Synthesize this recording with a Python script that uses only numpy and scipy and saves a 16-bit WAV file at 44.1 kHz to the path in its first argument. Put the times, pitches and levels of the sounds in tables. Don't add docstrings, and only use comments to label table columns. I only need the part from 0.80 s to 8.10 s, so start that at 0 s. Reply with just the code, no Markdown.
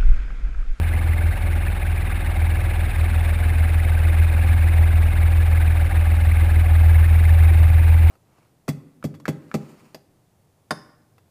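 import sys
import numpy as np
from scipy import signal
from scipy.fft import rfft, irfft, next_fast_len
from scipy.io import wavfile
from scipy.ndimage import uniform_filter1d, map_coordinates

SR = 44100
rng = np.random.default_rng(int(sys.argv[2]) if len(sys.argv) > 2 else 0)


def master(y):
    cut = np.clip(np.atleast_2d(y).T, -1, 1)
    pcm = np.round(cut * 32767)
    wavfile.write(sys.argv[1], SR, pcm.astype(np.int16))


def ratio(d):
    e = np.asarray(d, float) / 20
    return 10 ** e


N = 321930

# start_s, pass_rate_hz
ROTOR_SPEED = [(0.0, 20.333), (0.91, 20.315), (1.82, 20.272), (2.74, 20.264), (3.65, 20.24), (4.56, 20.297),
               (5.48, 20.257), (6.39, 20.263), (7.3, 20.316)]
FIRST_PASS = .0106
BLADES = 3
PASSES = FIRST_PASS + np.cumsum(np.interp(np.arange(N) / SR, *np.transpose(ROTOR_SPEED))) / SR

# multiple, level_db, unsteadiness_db
STEADY_MULTIPLES = [(2, -25, .6), (3, -32.5, 2), (7, -48, 3), (8, -53, 4), (9, -50, 4), (10, -52, 4),
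                    (11, -54, 4), (12, -52, 3), (13, -59, 3), (15, -59, 4)]
# shaft_multiple, level_db
UNEQUAL_BLADES = [(7, -56), (8, -49), (10, -44), (11, -33), (13, -39), (14, -46)]
# pitch_hz, width_hz, level_db
CABIN_MODES = [(40.6, 3, 0), (81, 8, 0)]
# start_s, level_db
ROTOR_LOAD = [(0.0, -19.5), (0.45, -16.5), (1.3, -28), (1.7, -18.0), (2.3, -17.6), (3.2, -15.5), (4.2, -14),
              (5.1, -15.5), (5.85, -13.9), (6.0, -10.5), (7.3, -11)]
MEAN_LOAD_DB = -16
# centre_s, change_db
ROTOR_GUSTS = [(0.15, -2), (0.42, -3.5), (0.58, -22), (0.82, -1.5), (0.98, -3), (1.11, 7), (1.25, 6),
               (1.78, -7.5), (1.94, -8), (2.1, -16), (2.55, -3.5), (2.82, 1.5), (3.4, 3), (3.55, -4),
               (4.01, 2.5), (4.32, -5.5), (5.09, -4.5), (6.26, -2), (7.03, -1.5)]
GUST_S = .04
FIFTH_DB, FIFTH_GROWS, FIFTH_SHAKE_DB = -36, .25, 3.5
SIXTH_DB, SIXTH_GROWS, SIXTH_SHAKE_DB = -38, .85, 1.6

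# pitch_hz, level_db, line_width_hz
GEAR_TONES = [(16.6, -63, 1), (49.7, -48, .6), (152, -56, 1), (253.2, -55, 1.5), (338, -51.5, 1.8),
              (592, -57, 6), (731, -58, 12), (1113.5, -59, 2), (1697, -55, 5)]
# freq_hz, level_db (per Hz)
BUFFET_SPECTRUM = [(10, -35), (30, -25), (45, -17), (57, -15), (65, -6), (75, -1), (82, -1), (92, -8),
                   (105, -12), (130, -19), (170, -50)]

# start_s, level_db
AIR_STRENGTH = [(0, -0.9), (.7, -1.4), (2.2, 0.37), (4.6, -0.32), (7.3, -0.35)]
# freq_hz, level_db (per Hz)
ROAR_SPECTRUM = [(100, 7), (135, 0), (200, -0.5), (245, -6), (275, -7), (330, -2), (450, -9), (560, -2.5),
                 (620, -4), (660, -9), (740, -0.5), (830, -3.5), (1050, -12), (1250, -37)]
# freq_hz, level_db (per Hz)
SWISH_SPECTRUM = [(850, -41), (1150, -4), (1350, -5.5), (1650, -1), (1900, -5.5), (2130, -1), (2550, -4),
                  (2700, -8), (3200, -16), (3700, -13), (4400, -21), (4750, -23), (5000, -27),
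                  (5600, -25.5)]
ROAR_DB, ROAR_GROWS, SWISH_DB = -36, 0.062, -35.5
# freq_hz, moment_passes (fraction of a pass), depth_db
BLADE_LULL = [(300, .75, 2), (900, .2, 2.2), (1550, .09, 5.5), (2420, .38, 2.5), (2800, .17, 5.5),
              (3250, .12, 1.5), (3750, .19, 6), (5600, .12, 4)]
# start_passes, low_hz, end_passes, high_hz, level_db
ECHO_STROKES = [(.1, 200, .4, 300, 2), (.45, 650, .8, 1200, 2.2), (.82, 700, 1.08, 1200, 3.5),
                (.28, 1420, .72, 1750, 3.5), (.66, 1800, 1.02, 2250, 5.8), (.92, 2450, 1.06, 2600, 4),
                (.29, 2620, .41, 2780, 7), (.55, 2930, .75, 3050, 4), (.66, 3650, .9, 3720, 4.2),
                (.5, 4150, .82, 4450, 3.6), (.5, 4750, .9, 5450, 3.8)]
STROKE_HZ, STROKE_WIDENS = 120, .025

# freq_hz, level_db
SLOW_RATE_FILTER = [(5600, 0), (5800, -8), (6000, -12), (6200, -30), (6400, -120)]
HOLD_HZ, STEP_HZ, TOP_HZ = 12000, 48000, 15310


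def unit(x):
    return x / np.sqrt(np.mean(x ** 2) + 1e-20)


def along(points, hz, axis=1):
    table = np.array(points)
    return np.interp(np.log(hz + 1), np.log(table[:, 0] + 1), table[:, axis])


def curves(rows):
    s, *columns = np.transpose(rows)
    return [np.interp(np.arange(N) / SR, s, column) for column in columns]


def wobble(rate):
    coarse = np.arange(0, N + 64, 64)
    knots = rng.standard_normal(int(N * rate / SR) + 4)
    return np.interp(np.arange(N), coarse, map_coordinates(knots, [coarse * rate / SR]))


def filtered(x, response):
    m = next_fast_len(N + 8192)
    return irfft(rfft(x, m) * response(np.fft.rfftfreq(m, 1 / SR)), m)[:N]


def extra_load_db():
    return uniform_filter1d(curves(ROTOR_LOAD)[0], size=SR // 2) - MEAN_LOAD_DB


def hums():
    t = np.arange(N) / SR
    total = np.zeros(N)
    for hz, db, width in GEAR_TONES:
        level = np.sqrt(2) * ratio(db + 1.8 * wobble(width))
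        total += level * np.cos(2 * np.pi * hz * t + 1.5 * wobble(width))
    return total


def patches(shape, bins, frames):
    field = uniform_filter1d(rng.standard_normal(shape), size=bins, axis=0)
    return unit(uniform_filter1d(field, size=frames, axis=1))


def blade_pattern(hz, count):
    def since(moment):
        return (count - moment + .5) % 1 - .5

    lull_depth_db = along(BLADE_LULL, hz, axis=2)
    gain_db = -lull_depth_db * np.exp(-(since(along(BLADE_LULL, hz)) / .15) ** 2)
    for start, low_hz, end, high_hz, db in ECHO_STROKES:
        middle = (start + end) / 2
        place = since(middle) / (end - start)
        centre_hz = (low_hz + high_hz) / 2 + place * (high_hz - low_hz)
        width_hz = STROKE_HZ + STROKE_WIDENS * low_hz
        which_pass = np.round(count - middle).astype(int) + 1
        luck = rng.standard_normal(int(count[-1]) + 3)[which_pass]
        in_time = np.exp(-(2 * place) ** 4)
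        in_pitch = np.exp(-((hz - centre_hz) / width_hz) ** 2)
        gain_db += db * (1 + .24 * luck) * in_time * in_pitch
    return gain_db


def chopped(spectrum, depth, patchy_db, scatter_db):
    hz, t, z = signal.stft(rng.standard_normal(N), SR, nperseg=384, noverlap=288)
    at = np.minimum((t * SR).astype(int), N - 1)
    low = hz < spectrum[-1][0]
    z[low] *= ratio(depth * blade_pattern(hz[low, None], PASSES[at]))
    lead_db = .35 * np.cos(2 * np.pi * (PASSES[at] / BLADES - .92))
    gain = ratio(lead_db + patchy_db * patches(z.shape, 3, 6) + scatter_db * wobble(35)[at])
    noise = signal.istft(z * gain, SR, nperseg=384, noverlap=288)[1][:N]
    return unit(filtered(noise, lambda f: ratio(along(spectrum, f)) * (f > spectrum[0][0])))


def airflow():
    air_db, = curves(AIR_STRENGTH)
    roar = chopped(ROAR_SPECTRUM + [(1500, -120)], depth=1.5, patchy_db=1.6, scatter_db=.5)
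    swish = chopped(SWISH_SPECTRUM + [(6500, -28)], depth=1.38, patchy_db=1, scatter_db=.5)
    roar_db = ROAR_DB + .5 * air_db + ROAR_GROWS * extra_load_db()
    return ratio(roar_db) * roar + ratio(SWISH_DB + air_db) * swish


def buffet():
    noise = unit(filtered(rng.standard_normal(N), lambda hz: ratio(along(BUFFET_SPECTRUM, hz))))
    return ratio(-34 + .5 * extra_load_db()) * noise


def cabin_tone(multiple, db, drift, lag=0):
    f = multiple * (PASSES[-1] - FIRST_PASS) * SR / N
    response = sum(ratio(g) * 1j * f * w / (c * c - f * f + 1j * f * w) for c, w, g in CABIN_MODES)
    phase = 2 * np.pi * multiple * PASSES + np.angle(response) - lag + drift * wobble(2.993)
    return np.sqrt(2) * ratio(db) * np.cos(phase)


def rotor():
    load_db, = curves(ROTOR_LOAD)
    t = np.arange(N) / SR
    gust_db = sum(db * np.exp(-((t - s) / GUST_S) ** 2) for s, db in ROTOR_GUSTS)
    boom = cabin_tone(4, load_db + gust_db, drift=.18)
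    fifth_db = FIFTH_DB + FIFTH_GROWS * extra_load_db() + FIFTH_SHAKE_DB * wobble(6)
    sixth_db = SIXTH_DB + SIXTH_GROWS * extra_load_db() + SIXTH_SHAKE_DB * wobble(7)
    upper = cabin_tone(5, fifth_db, drift=.9) + cabin_tone(6, sixth_db, drift=.4)
    first = cabin_tone(1, -41 + wobble(2), drift=.2, lag=-1.4)
    steady = sum(cabin_tone(k, db + shake_db * wobble(3.5), drift=.18 * shake_db)
                 for k, db, shake_db in STEADY_MULTIPLES)
    throb = sum(cabin_tone(k / BLADES, db + 1.5 * wobble(2.5), drift=.35, lag=.9)
                for k, db in UNEQUAL_BLADES)
    return boom + upper + first + steady + throb


def scene():
    return (hums() + airflow() + buffet() + rotor())[None]


def roll_off(x):
    return signal.sosfilt(signal.butter(12, 16050, fs=SR, output="sos"), x)


def record(dry):
    slow = filtered(dry[0], lambda f: ratio(along(SLOW_RATE_FILTER, f)))
    mirrored = slow * (1 + 2 * np.cos(2 * np.pi * HOLD_HZ * np.arange(N) / SR))

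    def hold(f):
        droop = np.sinc(f / HOLD_HZ) / np.sinc(f / STEP_HZ)
        return droop * np.exp(-1j * np.pi * f / HOLD_HZ)

    held = filtered(mirrored, lambda f: hold(f) * (f < TOP_HZ))
    return roll_off(held[None])


dry = scene()
out = record(dry)
master(out)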